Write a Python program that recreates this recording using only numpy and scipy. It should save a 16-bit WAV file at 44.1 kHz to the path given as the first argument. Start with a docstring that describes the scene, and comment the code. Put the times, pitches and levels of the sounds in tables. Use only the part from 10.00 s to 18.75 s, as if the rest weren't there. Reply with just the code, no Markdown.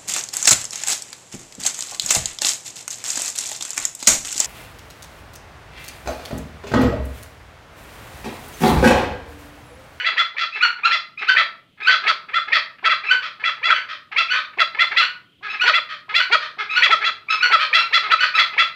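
"""Junglefowl call in alarm from bamboo cages in a walled yard at night, over a low hush.
From the start, short arched clucks overlap with thin squeals and soft grunts: membranes buzz in each
bird's voice box, throat and beak shape the buzz, and the yard rings after every note. At 2 s deep,
cracking "koks" join in, and from 3 s a farther bird answers. Just after 5 s comes one faint, far trill.
Around 6 s the listener is closest to one cage and its clucks echo less; by 8 s their echo is back."""
import sys
import numpy as np
from scipy import signal
from scipy.fft import rfft, irfft, next_fast_len
from scipy.io import wavfile
from scipy.ndimage import uniform_filter1d, minimum_filter1d

SR = 44100
rng = np.random.default_rng(int(sys.argv[2]) if len(sys.argv) > 2 else 0)


def log_audio(samples):
    """Write samples as a 16-bit WAV file to the path given in sys.argv[1]."""
    # one column per channel
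    frames = np.atleast_2d(samples).T
    # limit to full scale, then quantise
    limited = np.clip(frames, -1, 1)
    pcm = np.round(limited * 32767).astype(np.int16)
    wavfile.write(sys.argv[1], SR, pcm)


N = 385875
HIGHEST_HZ = 15650
LEAD, TRAIL = .3, .16  # closed-beak murmur before and after a note, as shares of its length


def from_db(db):
    """Turns decibels into a factor to multiply by."""
    return 10 ** (np.asarray(db) / 20)


def evened(x):
    """Scales a signal to an average strength (rms) of 1."""
    return x / np.sqrt(np.mean(x ** 2) + 1e-20)


def along(points, at):
    """Joins (place, value) points with straight lines."""
    return np.interp(at, *np.transpose(points))


def along_hz(points, hz):
    """Joins (frequency, value) points, giving each octave equal room."""
    f, value = np.transpose(points)
    return np.interp(np.log(hz + 1), np.log(f + 1), value)


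def filtered(x, gain):
    """Multiplies each frequency f in x by gain(f)."""
    size = next_fast_len(len(x) + 2048)
    return irfft(rfft(x, size) * gain(np.fft.rfftfreq(size, 1 / SR)), size)[:len(x)]


def wobble(count, hz):
    """A smooth random wiggle, mostly slower than hz."""
    return evened(filtered(rng.standard_normal(count), lambda f: 1 / (1 + (f / hz) ** 4)))


def swell(progress, rise, fall):
    """Fades in and out over the given shares of a note."""
    fade_in = np.sin(np.pi / 2 * np.clip(progress / rise, 0, 1))
    fade_out = np.sin(np.pi / 2 * np.clip((1 - progress) / fall, 0, 1))
    return (fade_in * fade_out) ** 2


def add(mix, start_s, sound):
    """Mixes a sound in; it may have begun before time zero."""
    at = round(start_s * SR)
    sound = sound[:, max(-at, 0):]
    part = mix[:, max(at, 0):][:, :sound.shape[1]]
    part += sound[:, :part.shape[1]]


# The tone of the night air: (frequency [Hz], level [dB])
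HUSH_TONE = [(25, -14), (45, -15), (80, -6.5), (120, 0.5), (200, -2), (330, -5.5), (500, -14), (1000, -31),
             (3100, -9), (5500, -31.5), (15000, -37)]
def hush():
    """The low, steady noise of the night, a little quieter at first."""
    level_db = np.interp(np.arange(N) / SR, [0, 1.3], [-66, -60])
    noise = filtered(rng.standard_normal(N), lambda f: from_db(along_hz(HUSH_TONE, f)))
    return from_db(level_db) * evened(noise)


def far_trill(peeps=5, per_s=31, hz=3300, droop=.17, db=-58):
    """A small, distant night caller: a quick run of falling peeps."""
    progress = (np.arange(int(peeps / per_s * SR)) * per_s / SR) % 1
    tone = np.sin(2 * np.pi * np.cumsum(hz * (1 - droop * progress ** 2)) / SR)
    return (from_db(db) * tone * swell(progress, .37, .37))[None]


# How long the yard rings: (frequency [Hz], time to fade by 60 dB [s])
YARD_RING = [(300, 0.92), (1300, 0.3558), (3000, 0.2737), (5000, 0.31), (8000, 0.25), (14000, 0.6)]
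# The tone of its echo: (frequency [Hz], level [dB])
YARD_TONE = [(300, -10.5), (1300, -0.5), (4000, 6), (8000, 3), (14000, -4)]
def yard(x, bounces_per_s=3000, first_s=.006, build_s=.011):
    """Sound bounces off cages, ground and walls and blurs into a fading echo."""
    bounces = rng.standard_normal(SR) * (rng.random(SR) < bounces_per_s / SR)
    hz, t, spectrum = signal.stft(bounces, SR, nperseg=256)
    fade_db = -60 * t / along_hz(YARD_RING, hz)[:, None]
    spectrum = spectrum * from_db(along_hz(YARD_TONE, hz)[:, None] + fade_db)
    tail = signal.istft(spectrum, SR, nperseg=256)[1]
    tail *= np.clip((np.arange(len(tail)) / SR - first_s) / build_s, 0, 1)
    return evened(signal.fftconvolve(x, tail)[:N]) * np.std(x)


def approach(x, far_db=-6.5, near_db=-1):
    """The highest treble beams from the beak, so it grows as the listener nears the cage."""
    treble = filtered(x, lambda f: 1 - 1 / (1 + (f / 10000) ** 12))
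    treble_db = np.interp(np.arange(N) / SR, [3, 6.2], [far_db, near_db])
    return x + treble * (from_db(treble_db) - 1)


def place(birds, start_s, length, note, db, echo_db):
    """Shares a note between the straight path to the ear (row 0) and the yard's echo (row 1)."""
    echo = from_db(echo_db)
    paths = np.outer([1, echo], note) / np.hypot(1, echo)
    add(birds, start_s - LEAD * length, from_db(db) * paths)


def note_progress(length):
    """Time through a note: 0 where the beak opens, 1 where it shuts."""
    return np.linspace(-LEAD, 1 + TRAIL, int((1 + LEAD + TRAIL) * length * SR))


def arch(pitches_hz, progress):
    """A pitch curve through a start, middle and end pitch, scooping up from below."""
    curve = np.polyfit([0, .5, 1], pitches_hz, 2)
    return np.maximum(np.polyval(curve, progress), .6 * pitches_hz[1])


def pulse_train(cycles, hz, smear=.55):
    """One pulse a cycle, smeared by the windpipe, with slightly uneven overtones."""
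    harmonic = np.arange(1, int(HIGHEST_HZ / hz.max()) + 1)[:, None]
    strength = from_db(2.2 * rng.standard_normal(harmonic.shape))
    lag = smear * harmonic ** 2 + .4 * rng.standard_normal(harmonic.shape)
    return evened((strength * np.cos(2 * np.pi * harmonic * cycles - lag)).sum(0))


def voice_box(hz, rough, jitter, breath, rasp=0):
    """Membranes buzz in pulses; roughness makes them uneven and adds a puff of air to each."""
    rough = np.clip(rough, 0, .6)
    cycles = np.cumsum(hz * (1 + jitter * rough * wobble(len(hz), hz=228))) / SR
    pulses = pulse_train(cycles, hz)
    if rasp:  # an extra pulse every third cycle
        pulses += rasp * rough * pulse_train(cycles / 3, hz / 3)
    pulses *= 1 + .7 * rough * wobble(len(hz), hz=300)
    puffs = evened((.8 + np.exp(-(cycles % 1) / .4)) * rng.standard_normal(len(hz)))
    puffs = filtered(puffs, lambda f: f / (f + 900) * np.sqrt(1 + (f / 6500) ** 4))
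    return pulses + breath * rough * puffs


def gullet(buzz, progress, strength, width_hz=330):
    """The gullet swells during a note, so the pitch it rings at slides down."""
    ring_hz = np.interp(progress, [0, .33, .62, 1], [2560, 1600, 1270, 1280])
    spin = np.exp(2j * np.pi * np.cumsum(ring_hz) / SR)
    decay = np.exp(-np.pi * width_hz / SR)
    ring = (spin * signal.lfilter([1 - decay], [1, -decay], buzz / spin)).real
    return buzz + strength * 2 * ring


def murmur(progress):
    """How much chest sound passes the closed beak: a little before a note, most as it ends."""
    fade = swell((progress + LEAD) / (1 + LEAD + TRAIL), .12, .17)
    return fade * np.interp(progress, [.55, .9], [.45, 1])


def bump(progress, peak, sharpness, leak_db=-27):
    """One rise and fall in loudness, highest at peak; a little leaks through the closed beak."""
    opening = np.sin(np.pi * np.interp(progress, [0, peak, 1], [0, .5, 1])).clip(0) ** sharpness
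    return uniform_filter1d(opening, size=90) + from_db(leak_db) * murmur(progress)


# How windpipe and mouth colour the buzz: (frequency [Hz], level [dB])
AIRWAY_TONE = [(250, -35), (450, -21.5), (850, -18), (1080, -1.5), (1300, 4), (1650, 8.5), (2400, 12),
               (3000, -0.5), (3420, 2.5), (3750, -4.5), (4300, -5), (7000, -35.5), (9500, -54.5),
               (15500, -52.5)]
def airway(buzz, zones_db, swells):
    """Shapes the buzz in five zones, low to high: chest, throat, mouth, beak, air. Each has its swell."""
    voice = filtered(buzz, lambda f: from_db(along_hz(AIRWAY_TONE, f)))
    edges_hz = [240, 1000, 1650, 2950, 6500, 20000]
    chest_db, throat_db, beak_db, air_db = zones_db  # compared with the mouth zone
    levels_db = [chest_db, throat_db, 0, beak_db, air_db]
    note = 0
    for low, high, db, opening in zip(edges_hz, edges_hz[1:], levels_db, swells):
        zone = filtered(voice, lambda f: 1 / (1 + (f / high) ** 24) - 1 / (1 + (f / low) ** 24))
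        note = note + from_db(db) * evened(zone * opening)
    return evened(note)


def soft_note(length, pitches_hz, rough, zones_db):
    """A breathy arch of the voice that is strongest early."""
    progress = note_progress(length)
    buzz = voice_box(arch(pitches_hz, progress), rough, jitter=.08, breath=.9)
    swells = [murmur(progress), bump(progress, .55, .8), bump(progress, .36, .65),
              bump(progress, .35, .9), bump(progress, .35, 1.3)]
    return airway(buzz, zones_db, swells)


# Clucks from a farther cage: (time [s], length [s], level [dB])
FAR_CLUCKS = [(3.22, 0.067, -29), (3.882, .075, -32), (4.337, 0.075, -25), (5.887, .07, -32),
              (6.408, .065, -29.5), (7.588, .07, -20), (8.221, .045, -21)]
def answers(birds):
    """Another bird clucks back from farther off."""
    for start_s, length, db in FAR_CLUCKS:
        note = soft_note(length, pitches_hz=(566, 639.6, 570), rough=.52, zones_db=(-17, 1.5, -3, -33))
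        place(birds, start_s, length, note, db, echo_db=-2.5)


# How far a grunt opens the beak: (length [s], boost above the chest zone [dB])
GRUNT_BRIGHTNESS = [(.018, -2), (.045, 5.5)]
# Grunts between the louder notes: (time [s], length [s], level [dB])
GRUNT_NOTES = [(0.117, 0.021, -31), (0.558, .025, -27.5), (0.784, .019, -37.5), (1.216, .023, -24.5),
               (1.774, .025, -49), (1.801, .027, -32.5), (2.032, .042, -26.5), (2.285, .023, -34.5),
               (2.479, .016, -27.5), (2.783, 0.017, -45), (3.039, .025, -29.5), (3.396, .033, -36.5),
               (3.572, 0.02, -40), (4.116, 0.023, -30), (4.53, .02, -45), (4.746, .014, -27),
               (4.913, .022, -23.5), (5.426, .07, -31), (5.535, .026, -28.5), (6.09, .034, -29),
               (6.583, .049, -24), (7.009, 0.038, -24.5), (8.029, .05, -26), (8.532, .02, -30)]
def grunts(birds):
    """Soft, low catches of the voice; longer ones have time to open the beak and sound brighter."""
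    for start_s, length, db in GRUNT_NOTES:
        zones_db = (-12, -2.5, -12, -46) + along(GRUNT_BRIGHTNESS, length) * np.array([0, 1, 1, 1])
        note = soft_note(length, pitches_hz=(392, 435.2, 374), rough=.39, zones_db=zones_db)
        place(birds, start_s, length, note, db, echo_db=-2.5)


def squeal_pitch(progress, length, top_hz, fall_hz, whine_s=.018, leap_s=.007, hold_share=.6):
    """A rising whine leaps to its top pitch, holds it and falls (or lifts, if fall_hz is negative)."""
    steps_hz = [1161, min(1324.6, top_hz), top_hz]
    rise = np.interp(progress * length, [0, whine_s, whine_s + leap_s], steps_hz)
    return rise - fall_hz * np.maximum((progress - hold_share) / (1 - hold_share), 0)


# Hoarseness through a squeal: (progress [share of note], roughness [factor])
SQUEAL_ROUGHNESS = [(.1, 1.3), (.45, 0.65), (.85, 2.33)]
# Squeals, plus two thin ringing tones that linger after the clucks at 6.14 s and 7.73 s:
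# (time [s], length [s], level [dB], top pitch [Hz], final fall [Hz])
SQUEALS_AND_RINGS = [(-.03, .055, -25.5, 1488, 29.5), (0.519, 0.061, -31, 1324, 1),
                     (.604, .064, -14, 1469, 200.5), (0.834, .054, -14.5, 1385, 231),
                     (1.173, 0.044, -30.5, 1299, 22.5), (1.266, .052, -13.5, 1530, 82),
                     (1.817, .055, -28, 1261, -91), (1.853, .054, -13, 1511, 3.5),
                     (3.035, 0.077, -30.5, 1317, 59), (3.084, .066, -14, 1508, 81),
                     (3.72, .067, -23.5, 1510, 18), (4.283, .075, -18.5, 1487, -61.5),
                     (4.992, 0.062, -19.5, 1478, 1), (5.483, 0.056, -28, 1296, 38),
                     (5.595, .062, -17, 1476, 49.5), (6.178, 0.045, -17.5, 1462, 22.5),
                     (6.689, .07, -25.5, 1297, -1), (6.743, .058, -16, 1469, 20),
                     (7.284, .07, -18, 1297, 62), (7.404, .072, -15, 1474, 31),
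                     (7.767, .062, -18.5, 1361, 41), (8.182, .068, -17, 1476, -1),
                     (8.338, .055, -17, 1306, 70.5)]
def squeals_and_rings(birds, middling_db=-19):
    """Thin, rasping notes an octave above the clucks; harder squeals open the throat and echo less."""
    for start_s, length, db, top_hz, fall_hz in SQUEALS_AND_RINGS:
        progress = note_progress(length)
        rough = .33 * along(SQUEAL_ROUGHNESS, progress)
        hz = squeal_pitch(progress, length, top_hz, fall_hz)
        buzz = voice_box(hz, rough, jitter=.039, breath=1, rasp=.56)
        buzz = gullet(buzz, progress, strength=1.2 * rough)
        buzz *= 1 + .25 * wobble(len(progress), hz=70)  # the level flutters
        buzz *= from_db(.05 * (hz - top_hz))  # weaker below the top pitch
        swells = [murmur(progress), bump(progress, .49, .6), bump(progress, .27, .47),
                  bump(progress, .44, 3.3), bump(progress, .44, 1.1)]
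        effort_db = db - middling_db
        zones_db = (-20.5, .5, -6, -33) + effort_db * np.array([.42, 1, .55, .52])
        place(birds, start_s, length, airway(buzz, zones_db, swells), db, echo_db=-1.5 - .2 * effort_db)


def loud_note(hz, progress, rough, zones_db, mouth_peak, throat_peak, throat_sharpness):
    """The mouth zone sounds first, the beak opens mid-note, and the note sinks into the throat."""
    buzz = voice_box(hz, rough, jitter=.055, breath=1.3)
    buzz = gullet(buzz, progress, strength=1.5 * rough.mean())  # harsh notes swell it most
    buzz *= 1 + .18 * wobble(len(progress), hz=90)
    beak_peak = (mouth_peak + .66) / 2
    swells = [murmur(progress), bump(progress, throat_peak, throat_sharpness),
              bump(progress, mouth_peak, .52), bump(progress, beak_peak, 2.1),
              bump(progress, beak_peak, 2.3)]
    return airway(buzz, zones_db, swells)


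# The listener's walk up to the cage: (time [s], nearness [dB])
CAGE_NEARNESS = [(0, 1.5), (4.3, 0.5), (5.8, 6), (7.3, 5), (8.2, 0.5)]
def nearness_db(time_s):
    """How near the calling bird is: close up, koks have more chest and clucks less echo."""
    return along(CAGE_NEARNESS, time_s)


# Hoarseness around a kok's crack: (progress since the crack [share of note], roughness [factor])
KOK_ROUGHNESS = [(-.05, 1.68), (.2, .65)]
# The koks: (time [s], length [s], level [dB], roughness [0-1], crack [share of note], throat [dB])
KOK_NOTES = [(2.063, .06, -16, 0.8, 0.27, 1), (2.84, .052, -16, .5, .3, 3.5),
             (3.684, .058, -13.5, .45, .45, 6), (4.585, 0.054, -15, 0.6, .2, 1),
             (5.652, .063, -13, 0.4, .62, 4), (6.312, 0.052, -13.5, 0.1, .68, 3),
             (6.903, 0.047, -12, 0.3, 0.32, 5.5), (7.512, 0.053, -11.5, .34, .3, 7),
             (8.1, .053, -13.5, .42, 0.42, 6)]
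def koks(birds, pitches_hz=(405.3, 478.1, 419), jump_ratio=1.41, jump_share=.041):
    """Deep, hoarse clucks: the voice cracks up to the usual pitch and ends cleaner, in the throat."""
    for start_s, length, db, rough, crack, throat_db in KOK_NOTES:
        progress = note_progress(length)
        jump = np.interp(progress - crack, [-jump_share / 2, jump_share / 2], [1, jump_ratio])
        hz = arch(pitches_hz, progress) * jump
        zones_db = [-16 + nearness_db(start_s), throat_db, -3, -30.5]
        note = loud_note(hz, progress, rough * along(KOK_ROUGHNESS, progress - crack), zones_db,
                         mouth_peak=.51, throat_peak=.79, throat_sharpness=1.8)
        place(birds, start_s, length, note, db, echo_db=-9)


# Hoarseness through a cluck: (progress [share of note], roughness [factor])
CLUCK_ROUGHNESS = [(.1, 1.7), (.45, 0.78), (.75, 1.22), (1, 2)]
# The nearest birds' clucks: (time [s], length [s], level [dB], roughness [0-1], throat [dB], beak [dB])
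CLUCK_NOTES = [(.042, 0.061, -19, .42, -6, -5), (0.169, 0.058, -16.5, 0.39, -1, -2),
               (0.366, 0.092, -23, 0.41, -1, -3.5), (.908, .058, -18.5, .27, -5, -3),
               (1.357, 0.067, -14, 1, -5.5, -8), (1.889, 0.074, -17.5, 0.55, -2, -4),
               (2.332, 0.061, -18, 0.19, 4.5, -2.5), (2.518, .07, -15.5, .75, -6, -7),
               (2.892, 0.047, -16.5, 0.28, 0.5, -5.5), (3.436, .066, -19.5, 0.3, -1.5, -5),
               (3.628, 0.063, -19.5, 0.12, -3, -4.5), (4.161, .064, -16.5, 0.27, -3, -3.5),
               (4.785, .062, -15, 0.27, -6, -5.5), (4.962, 0.063, -15, 0.4, -2.5, -1),
               (5.732, .062, -16.5, 0.3, -4, -4), (6.139, 0.067, -16.5, 0.2, -6, 0),
               (6.82, .054, -12.5, 0.32, -11.5, -3.5), (7.034, 0.07, -19.5, 0.32, -1, -0.5),
               (7.728, 0.061, -14, 0.3, -5.5, -2), (7.925, 0.061, -14.5, 0.23, -2.5, -1.5),
               (8.376, .05, -13.5, 0.8, -4.5, -2.5), (8.576, .056, -14, 0.31, -3, -4.5)]
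def clucks(birds, pitches_hz=(551.7, 683.8, 578.3)):
    """Each cluck arches to about the same top pitch and is cleanest there; its ends vary a little."""
    for start_s, length, db, rough, throat_db, beak_db in CLUCK_NOTES:
        progress = note_progress(length)
        variation = 1 + .0406 * rng.standard_normal(3) * [1, .2, 1]
        hz = arch(pitches_hz * variation, progress)
        zones_db = [-21, throat_db, beak_db, beak_db - 30]
        note = loud_note(hz, progress, rough * along(CLUCK_ROUGHNESS, progress), zones_db,
                         mouth_peak=.33, throat_peak=.84, throat_sharpness=.93)
        place(birds, start_s, length, note, db, echo_db=-4 - nearness_db(start_s))


def scene():
    """The birds and the yard's echo of them, over the hush and the far trill."""
    birds = np.zeros((2, N))
    for calls in clucks, koks, squeals_and_rings, grunts, answers:
        calls(birds)
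    direct, into_yard = birds
    mix = (approach(direct + yard(into_yard)) + hush())[None]
    add(mix, start_s=5.25, sound=far_trill())
    return mix


def record(dry, ceiling=.89):
    """A fast limiter turns down any peak above the ceiling; then the very highest treble is cut."""
    gain = np.minimum(1, ceiling / (abs(dry[0]) + 1e-9))
    gain = minimum_filter1d(gain, size=400)
    gain = uniform_filter1d(uniform_filter1d(gain, size=200), size=200)
    treble_cut = signal.firwin(511, HIGHEST_HZ, window=("kaiser", 9), fs=SR)
    return signal.oaconvolve(dry * gain, treble_cut[None], "same")


dry = scene()
out = record(dry)
log_audio(out)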